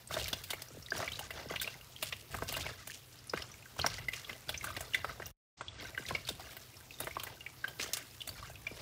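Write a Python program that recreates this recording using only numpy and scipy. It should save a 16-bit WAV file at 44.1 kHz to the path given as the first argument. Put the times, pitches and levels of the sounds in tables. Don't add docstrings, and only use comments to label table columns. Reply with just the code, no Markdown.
import sys
import numpy as np
from scipy import signal
from scipy.fft import rfft, irfft, next_fast_len
from scipy.io import wavfile

SR = 44100
rng = np.random.default_rng(int(sys.argv[2]) if len(sys.argv) > 2 else 0)


def generate_wav(sig):
    pcm = np.round(np.clip(np.atleast_2d(sig).T, -1, 1) * 32767).astype(np.int16)
    wavfile.write(sys.argv[1], SR, pcm)


N = 388521

# pitch_hz, density_db (relative, per Hz)
AIR_SPECTRUM = [(88, -31.5), (150, -9.5), (205, 1), (941, -4), (1560, -8), (5570, -7), (11900, -16.5),
                (14800, -3), (16000, -21)]
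RUMBLE_SPECTRUM = [(15, -29.5), (25, -23), (52, 5), (102, 8.5), (134, 3.5), (178, -14), (270, -18.5),
                   (350, -40), (590, -120)]
SQUELCH_SPECTRUM = [(88, -59.5), (150, -4), (440, 2), (640, 0), (1550, -8), (5000, -10), (6500, -39.5),
                    (11000, -120)]
HISS_SPECTRUM = [(1650, -16.5), (2800, -8), (7700, -10), (8890, -22.5), (10000, -7.5), (13000, -42),
                 (22000, -120)]
MIST_SPECTRUM = [(4710, -36), (8000, 3), (12100, -13.5), (14100, -5), (16500, -0.5)]
# pitch_hz, width_hz, level_db (relative; each use adds a boost)
TUB_RESONANCES = [(651.5, 43, 16.5), (1123, 57, 8.5), (1568, 61, 16.5), (2040, 280, 11.5), (2810, 77, 16),
                  (3620, 310, 6.5), (5490, 1570, 8.5)]
# start_s, hold_s, squelch_db, hiss_db, mist_db, rumble_db
SQUEEZES = [(0.085, 0.16, -50, -44.5, -53, -47.5), (0.344, 0.029, -58, -51.5, -54, -58),
            (0.475, 0.072, -53.5, -74, -63, -63), (0.72, 0.026, -64, -80, -69, -54.5),
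            (0.923, 0.072, -48.5, -48, -57, -50.5), (1.077, 0.19, -58, -58, -72, -58),
            (1.318, 0.12, -55.5, -56.5, -66, -57), (1.478, 0.014, -46, -49, -73, -51),
            (1.603, 0.048, -53.5, -47, -63, -78), (1.995, 0.13, -63, -51, -57, -58.5),
            (2.29, 0.14, -57, -57, -56, -49), (2.459, 0.22, -50, -50, -59, -52.5),
            (2.88, 0.0084, -73, -44, -53.5, -64), (3.323, 0.06, -52, -53.5, -76, -55.5),
            (3.764, 0.18, -53, -48.5, -64, -49), (4.11, 0.046, -55, -45.5, -56.5, -66),
            (4.26, 0.03, -55, -76, -74, -65), (4.456, 0.048, -57, -56, -71, -51.5),
            (4.61, 0.21, -52, -69, -58.5, -54), (4.923, 0.029, -48, -46.5, -70, -54),
            (5.037, 0.049, -54.5, -76, -64, -52.5), (5.175, 0.078, -63.5, -75, -80.5, -55.5),
            (5.583, 0.37, -64.5, -82, -80, -59.5), (5.774, 0.067, -52, -71, -58, -67),
            (5.967, 0.025, -52.5, -66, -57.5, -65), (6.06, 0.033, -50.5, -47, -61, -50.5),
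            (6.253, 0.031, -58.5, -48, -59, -52.5), (6.376, 0.12, -56, -61, -60.5, -69),
            (6.98, 0.033, -52.5, -70, -52, -52.5), (7.098, 0.21, -57, -81, -74, -60),
            (7.652, 0.039, -58.5, -84, -78, -59.5), (7.78, 0.04, -48.5, -38.5, -52, -61),
            (7.92, 0.027, -57.5, -45, -49, -75), (8.262, 0.27, -58, -78, -62.5, -55),
            (8.695, 0.2, -58.5, -58, -59, -57.5)]
# squelch, hiss, mist, rumble (dB per s)
RELEASE_DB_PER_S = [96, 160, 120, 58]
# squelch, hiss, mist, rumble (dB)
REST_DB = [-72.5, -67, -77.5, -63.5]
# start_s, level_db
THUDS = [(0.705, -49.5), (0.748, -49), (0.77, -45), (0.923, -43), (1.458, -41.5), (1.509, -39),
         (2.346, -42), (2.421, -40.5), (2.498, -45), (3.336, -36), (5.996, -43.5), (6.109, -38.5),
         (6.303, -40), (7.006, -43.5), (7.168, -52), (7.795, -45), (8.713, -42.5)]
# start_s, level_db, pitch_hz
BLIPS = [(0.074, -36, 8100), (0.213, -33, 2810), (0.258, -34, 2300), (0.38, -44, 5950), (0.6848, -45, 5840),
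         (0.825, -44, 5460), (0.8618, -38, 3780), (0.885, -44.5, 1980), (0.905, -31.5, 4800),
         (1.089, -37, 3440), (1.133, -33, 3910), (1.155, -35.5, 3880), (1.209, -36.5, 810),
         (1.3897, -43, 2040), (1.4875, -40.5, 5550), (1.5983, -29, 3580), (1.644, -32, 2400),
         (1.7414, -44, 2110), (1.8118, -44.5, 2860), (1.9628, -36.5, 3270), (2.387, -36.5, 1180),
         (2.55, -33, 2830), (2.57, -35, 4050), (2.609, -36, 3210), (2.899, -36.5, 1746), (3.157, -51, 4000),
         (3.189, -49, 4950), (3.271, -42, 9700), (3.2962, -32, 5080), (3.422, -32, 5030),
         (3.5164, -44, 5840), (3.5409, -45, 2200), (3.6248, -46, 2530), (3.6573, -45, 1510),
         (3.797, -25, 3240), (3.8152, -23, 4160), (3.863, -21, 5530), (4.246, -37.5, 3400),
         (4.3305, -38, 3080), (4.492, -27, 3470), (4.5762, -32.5, 5970), (4.61, -36.5, 2200),
         (4.67, -33, 1497), (4.703, -34, 1180), (4.9352, -29.5, 2890), (4.945, -24, 3500),
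         (5.094, -34, 1260), (5.2575, -37, 5870), (5.682, -31, 3300), (5.9473, -36, 1960),
         (5.975, -38.5, 2920), (6.053, -39, 2040), (6.2507, -38.5, 4280), (6.3969, -41, 765),
         (6.742, -49.5, 2480), (6.768, -47, 5300), (6.8089, -49, 1590), (6.9077, -38, 2630),
         (6.94, -44, 3750), (6.987, -44, 3600), (7.003, -40, 3720), (7.022, -39, 3830), (7.1091, -39, 2100),
         (7.149, -46, 5400), (7.407, -40.5, 2800), (7.4637, -30, 2280), (7.831, -29.5, 6260),
         (7.936, -33, 4110), (8.111, -51, 5030), (8.205, -36.5, 3430), (8.38, -45, 2350),
         (8.4276, -37, 1156), (8.556, -41, 2540)]
# start_s, bubble_db, pitch_hz, plop_db, spray_db, roughness (0 clean to 1 torn)
POPS = [(0.1079, -31.5, 1140, -35.5, -45, 0), (0.1411, -22.5, 3620, -34, -52, 0.3),
        (0.166, -28, 624, -33, -48, 0.14), (0.196, -26.5, 3200, -39, -35, 0.56),
        (0.28, -33, 2900, -65, -29, 0.08), (0.3289, -20, 3406, -34, -35.5, 0.43),
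        (0.4366, -39.5, 3700, -64, -36, 0.8), (0.5036, -27.5, 3530, -39, -30.5, 0.56),
        (0.532, -26, 2160, -35.5, -34, 0.42), (0.6185, -31.5, 4830, -47, -33, 0.42),
        (0.9193, -20, 1610, -29.5, -49, 0), (0.9767, -33, 5600, -44, -33, 0),
        (1.0009, -31.5, 1484, -30, -43, 0), (1.0261, -37.5, 653, -32, -58, 0.1),
        (1.077, -22.5, 2300, -44, -51, 0.39), (1.1184, -26.5, 3160, -63, -36.5, 0.3),
        (1.191, -30.5, 2920, -36.5, -30, 0.05), (1.305, -27.5, 2026, -40, -35, 0.54),
        (1.509, -30, 662, -31.5, -43, 0.05), (1.537, -28.5, 1200, -36.5, -50, 0.57),
        (1.558, -22, 2216, -50, -41, 0.6), (1.6132, -29.5, 1570, -67, -25, 0.47),
        (1.628, -28.5, 3850, -55, -37, 0.73), (1.6744, -23.5, 2634, -37.5, -49, 0.43),
        (2.0254, -37, 620, -36, -26, 0.2), (2.1238, -25.5, 2615, -39, -48, 0.92),
        (2.343, -30, 1190, -29.5, -43, 0.1), (2.4216, -25, 665, -28.5, -58, 0.26),
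        (2.4878, -25.5, 4780, -42, -29, 0.64), (2.523, -36, 650, -40, -27.5, 0.4),
        (2.5404, -24, 2810, -42.5, -35, 0.42), (2.5656, -31, 610, -34, -31.5, 0),
        (2.6634, -26, 2280, -37.5, -40.5, 0.46), (2.872, -39, 2394, -43.5, -33, 0),
        (3.335, -22, 1394, -24, -44, 0), (3.3724, -27, 1690, -46, -45, 0.6),
        (3.42, -28, 2900, -47, -44, 0.4), (3.764, -32, 924, -44, -48, 0.4),
        (3.7904, -28, 1310, -30, -35.5, 0), (3.842, -31, 702, -24.5, -56, 0.1),
        (3.8618, -44, 624, -25.5, -29, 0.1), (3.982, -34, 2040, -42.5, -46, 0.4),
        (4.0837, -21, 2040, -46, -39, 0.2), (4.1338, -24, 2390, -56, -38, 0.6),
        (4.2935, -32.5, 2044, -40.5, -45, 0.5), (4.484, -35, 4600, -55, -45, 0.3),
        (4.4906, -32.5, 594, -34.5, -30.5, 0.4), (4.5417, -25, 2310, -42, -54, 0.42),
        (4.6405, -29.5, 1190, -41, -32.5, 0.36), (4.7649, -29, 1950, -40, -35.5, 0.54),
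        (4.806, -36.5, 687, -41, -31, 0), (4.9447, -17.5, 2040, -51, -33, 0.45),
        (5.0444, -23, 1326, -30.5, -42, 0.07), (5.1983, -48, 677, -33.5, -75, 0.15),
        (5.2207, -32, 1770, -43, -62, 0.4), (5.263, -39, 2750, -46.5, -34, 0.08),
        (5.609, -30.5, 1070, -34, -39, 0.73), (5.9768, -21, 1580, -40.5, -45, 0.32),
        (6.063, -28.5, 3980, -63, -50, 0.4), (6.108, -23.5, 980, -31, -67, 0.11),
        (6.1492, -19.5, 2200, -39, -60, 0.25), (6.2872, -19.5, 3656, -38, -29, 0.44),
        (6.5662, -39, 1572, -46, -33.5, 0.75), (7.002, -24.5, 10700, -60, -55.5, 0.9),
        (7.003, -30.5, 578, -36, -52, 0.4), (7.0702, -47, 596, -28.5, -43, 0),
        (7.1673, -21.5, 1073, -32.5, -47, 0.16), (7.197, -28.5, 3125, -51, -41, 0.44),
        (7.2332, -34, 1316, -47, -30.5, 0.6), (7.236, -33, 13650, -53, -60, 1),
        (7.2678, -33, 1926, -40.5, -43, 0.5), (7.641, -22.5, 1584, -37.5, -45, 0.21),
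        (7.6788, -32.5, 3080, -41, -35, 0.05), (7.7956, -29.5, 1900, -38.5, -58, 0.9),
        (7.9329, -22, 5340, -45, -23.5, 0.75), (7.968, -31.5, 7650, -41.5, -29, 0.85),
        (8.2164, -23, 3017, -55, -40, 0.19), (8.274, -38.5, 677, -57.5, -30.5, 0.03),
        (8.2894, -30, 4570, -45, -37, 0.1), (8.497, -43, 574, -47, -44.5, 0.9),
        (8.6672, -23, 2313, -43, -66, 0.17)]

AIR_DB, HUM_HZ, HUM_DB = -59.5, 124.4, -63.5
KITCHEN_T60_S, KITCHEN_DB, WALL_CUT_HZ = 0.3, -25, 18000
SILENT_FROM_S, SILENT_TO_S, TREBLE_BACK_S = 5.314, 5.574, 5.805
DULL_HZ, CUTOFF_HZ = 9100, 15950
ATTACK_S = 0.023
THUD_START_HZ, THUD_END_HZ, THUD_SAG_S, THUD_DIES_S = 650, 109, 0.0086, 0.019
PLOP_START_HZ, PLOP_END_HZ, PLOP_SAG_S, PLOP_DIES_S = 2300, 396.5, 0.00261, 0.0042
PLOP_GRIT = 0.81
TICKS_PER_S, TICK_DB, TICK_LOW_HZ = 70, -57, 1000


def from_db(db):
    return 10 ** (np.asarray(db) / 20)


def rms_one(x):
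    return x / np.sqrt(np.mean(x ** 2) + 1e-20)


def band(x, low_hz, high_hz):
    return signal.sosfilt(signal.butter(2, [low_hz, high_hz], "band", fs=SR, output="sos"), x)


def drift(rate_hz):
    r = np.exp(-40 * np.pi * rate_hz / SR)
    noise = rng.standard_normal(N // 20 + 2002)
    slow = signal.lfilter([1], [1, -2 * r, r * r], noise)[2000:]
    return np.interp(np.arange(N) / 20, np.arange(len(slow)), rms_one(slow))


def coloured(source, spectrum, patchy_db):
    hz, db = np.transpose(spectrum)
    bands = round(2 * np.log2(hz[-1] / hz[0]))
    edges = np.geomspace(hz[0], hz[-1], bands + 1)
    out = 0
    for k, (low, high) in enumerate(zip(edges, edges[1:])):
        level_db = np.interp(np.log(low * high) / 2, np.log(hz), db)
        flicker = from_db(level_db + patchy_db * drift(11.6))
        out = out + flicker * band(source[k % 2], low, high)
    return rms_one(out)


def crackle(per_s, spread_db, clump_db, smear_s):
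    sizes = from_db(spread_db * np.minimum(rng.exponential(1, N), 3))
    born = rng.random(N) < per_s * from_db(clump_db * drift(14)) / SR
    floor = 0.0058
    bursts = signal.lfilter([1], [1, -np.exp(-1 / (smear_s * SR))], sizes * born + floor)
    return bursts * rng.standard_normal((2, N))


def room_air():
    return from_db(AIR_DB) * coloured(rng.standard_normal((2, N)), AIR_SPECTRUM, patchy_db=2.5)


def hum():
    t = np.arange(N) / SR
    return from_db(HUM_DB + 0.54 * drift(6.1)) * np.sin(2 * np.pi * HUM_HZ * t)


def kitchen(x):
    size = next_fast_len(N + SR // 2)
    hz = np.arange(size // 2 + 1) * SR / size
    dull = 1 / (1 + 1j * hz / WALL_CUT_HZ)
    tail = 0
    for k, lag_s in enumerate(rng.uniform(0.012, 0.037, size=16)):
        loss = from_db(-60 * lag_s / KITCHEN_T60_S)
        loop = loss * np.exp(-2j * np.pi * hz * lag_s) * dull
        tail = tail + (-1) ** k * loop / (1 - loop)
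    return irfft(rfft(x, size) * tail, size)[:N]


def tub(x, boost_db):
    out = x.copy()
    for hz, width_hz, db in TUB_RESONANCES:
        r = np.exp(-np.pi * width_hz / SR)
        poles = [1, -2 * r * np.cos(2 * np.pi * hz / SR), r * r]
        peak = signal.lfilter([(1 - r * r) / 2, 0, (r * r - 1) / 2], poles, x)
        out += from_db(boost_db + db) * peak
    return rms_one(out) * np.std(x)


def effort():
    t = np.arange(0, N + 64, 64) / SR
    power = from_db(REST_DB)[:, None] ** 2 * np.ones(len(t))
    for start_s, hold_s, *levels_db in SQUEEZES:
        swell = np.clip((t - start_s) / ATTACK_S, 0, 1) ** 2
        ebb_db = -np.outer(RELEASE_DB_PER_S, np.maximum(t - start_s - hold_s, 0))
        gain = swell * from_db(np.array(levels_db)[:, None] + ebb_db)
        power += gain ** 2
    return [np.interp(np.arange(N) / SR, t, gain) for gain in np.sqrt(power)]


def arm_rumble(working):
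    return working * coloured(rng.standard_normal((2, N)), RUMBLE_SPECTRUM, patchy_db=2.0)


def thuds():
    t = np.arange(round(0.1 * SR)) / SR
    out = np.zeros(N + len(t))
    varied = rng.uniform(0.667, 1.335, (len(THUDS), 2))
    for (start_s, db), (stretch, tuning) in zip(THUDS, varied):
        end_hz = THUD_END_HZ * tuning
        sag = np.exp(-t / (THUD_SAG_S * stretch))
        hz = end_hz + (THUD_START_HZ - THUD_END_HZ) * sag
        note = np.exp(-t / THUD_DIES_S) * np.sin(2 * np.pi * np.cumsum(hz) / SR)
        first = round(start_s * SR)
        out[first:first + len(t)] += from_db(db) * note
    return out[:N]


def ticks():
    sizes = from_db(TICK_DB + 5.6 * np.minimum(rng.exponential(1, N), 3))
    snaps = (rng.random(N) < TICKS_PER_S / SR) * sizes
    decays = signal.lfilter([1], [1, -np.exp(-1 / (0.00035 * SR))], snaps)
    return band(decays * rng.standard_normal(N), TICK_LOW_HZ, 11000)


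def mesh_hiss(hissing, misting):
    fizz = crackle(900, spread_db=6.5, clump_db=4, smear_s=0.0012)
    hiss = hissing * coloured(fizz, HISS_SPECTRUM, patchy_db=2.5)
    return hiss + misting * coloured(fizz, MIST_SPECTRUM, patchy_db=1.5)


def blips(dies_s=0.0045, swell_s=0.0005, snap_db=-43, width=1.2, rasp_db=-6):
    t = np.arange(round(0.03 * SR)) / SR
    grit = rng.standard_normal(N + len(t))
    out = np.zeros(N + len(t))
    for (start_s, db, hz), (long, bend) in zip(BLIPS, rng.standard_normal((len(BLIPS), 2))):
        at = slice(round(start_s * SR), round(start_s * SR) + len(t))
        rasp = rms_one(band(grit[at], hz / width, hz * width))
        note = np.sin(2 * np.pi * hz * t * (1 + 2 * bend * t)) + from_db(rasp_db) * rasp
        body = (1 - np.exp(-t / swell_s)) * np.exp(-t / dies_s / from_db(1.5 * long))
        blip = note * body
        snap = grit[at] * np.exp(-t / swell_s)
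        out[at] += from_db(db) * blip / np.abs(blip).max() + from_db(snap_db) * snap
    return out[:N]


def small_bubbles(per_s, cycles, spread_db):
    sizes = from_db(spread_db * np.minimum(rng.exponential(1, N), 4)) * rng.choice([-1, 1], N)
    born = rng.random(N) < per_s * from_db(5 * drift(12)) / SR
    dealt = rng.integers(0, 22, N)
    out = 0
    for k, hz in enumerate(np.geomspace(1200, 7000, 22)):
        r, w = from_db(-60 * hz / cycles / SR), 2 * np.pi * hz / SR
        ring = [0, np.sin(w), 0, 1, -2 * r * np.cos(w), r * r]
        bursts = sizes * born * (dealt == k) + 1e-18
        out = out + w * signal.sosfilt([ring, ring], bursts)
    return rms_one(out)


def pulp_squelch(squelching):
    smacks = crackle(450, spread_db=6.5, clump_db=2.5, smear_s=0.003)
    smacks = coloured(smacks, SQUELCH_SPECTRUM, patchy_db=2.5)
    plinks = small_bubbles(450, cycles=26.7, spread_db=2.5)
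    return squelching * (smacks + plinks)


def pops(rise_s=0.0023, swell_s=0.0017, clean_s=0.0051, torn_s=0.0057, glide=0.011,
         echo_s=0.0085, echo_db=-17):
    t = np.arange(round(0.06 * SR)) / SR
    plop, spray, grit = rng.standard_normal((3, N + len(t)))
    plop = rms_one(band(plop, 170, 1500))
    tints = np.array([band(spray, 2400, 5500), band(spray, 5340, 13000),
                      from_db(1.5) * band(spray, 12600, 15000)])
    out = np.zeros(N + len(t))
    chances = rng.standard_normal((len(POPS), 7))
    for (start_s, db, hz, plop_db, spray_db, rough), chance in zip(POPS, chances):
        at = slice(round(start_s * SR), round(start_s * SR) + len(t))
        slow, long = from_db(2.5 * chance[0]), from_db(1.5 * chance[1])
        bend, wobble = 0.012 * chance[2], 0.35 * chance[3]
        ringing = (1 - np.exp(-t / swell_s)) * np.exp(-(t / clean_s / long) ** 2)
        dying = (1 - np.exp(-t / rise_s / slow)) * np.exp(-t / torn_s / long)
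        torn = rms_one(band(grit[at], hz * 0.82, min(hz * 1.41, 0.4 * SR)))
        bent = 1 + (glide + bend) * t / clean_s
        note = np.sin(2 * np.pi * hz * t * bent + wobble * torn)
        bubble = (1 - rough) * ringing * note + rough * dying * torn

        sag = np.exp(-t / PLOP_SAG_S / long)
        falling_hz = PLOP_END_HZ * long + (PLOP_START_HZ - PLOP_END_HZ) * sag
        slide_level = 2 * (1 - np.exp(-t / PLOP_SAG_S)) * np.exp(-t / PLOP_DIES_S)
        slide = slide_level * np.sin(2 * np.pi * np.cumsum(falling_hz) / SR)
        tinted = rms_one(from_db(2.5 * chance[4:]) @ tints[:, at])
        out[at] += from_db(db) * bubble + from_db(spray_db) * dying * tinted
        out[at] += from_db(plop_db) * (PLOP_GRIT * dying * plop[at] + slide)
    feedback = np.zeros(round(echo_s * SR) + 1)
    feedback[0], feedback[-1] = 1, -from_db(echo_db)
    return signal.lfilter([1], feedback, out[:N])


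def scene():
    squelching, hissing, misting, working = effort()
    background = room_air() + hum() + arm_rumble(working)
    squelch = tub(pulp_squelch(squelching), boost_db=-19.5)
    bursts = tub(pops() + blips(), boost_db=-13.0)
    wet = squelch + bursts + mesh_hiss(hissing, misting) + thuds() + ticks()
    return (wet + from_db(KITCHEN_DB) * kitchen(wet) + background)[None]


def record(dry):
    t = np.arange(N) / SR
    dull = signal.sosfilt(signal.cheby2(20, 55, DULL_HZ, fs=SR, output="sos"), dry)
    treble_s = [SILENT_FROM_S, SILENT_TO_S, TREBLE_BACK_S - 0.002, TREBLE_BACK_S + 0.002]
    treble = np.interp(t, treble_s, [1, 0, 0, 1])
    fade_s = [SILENT_FROM_S - 0.002, SILENT_FROM_S + 0.003, SILENT_FROM_S + 0.028,
              SILENT_TO_S - 0.008, SILENT_TO_S - 0.004, SILENT_TO_S + 0.003]
    gain = from_db(np.interp(t, fade_s, [0, -18, -70, -70, -18, 0]))
    heard = gain * (treble * dry + (1 - treble) * dull)
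    heard = signal.sosfilt(signal.butter(4, 32, "high", fs=SR, output="sos"), heard)
    return signal.sosfilt(signal.cheby2(24, 60, CUTOFF_HZ, fs=SR, output="sos"), heard)


dry = scene()
out = record(dry)
generate_wav(out)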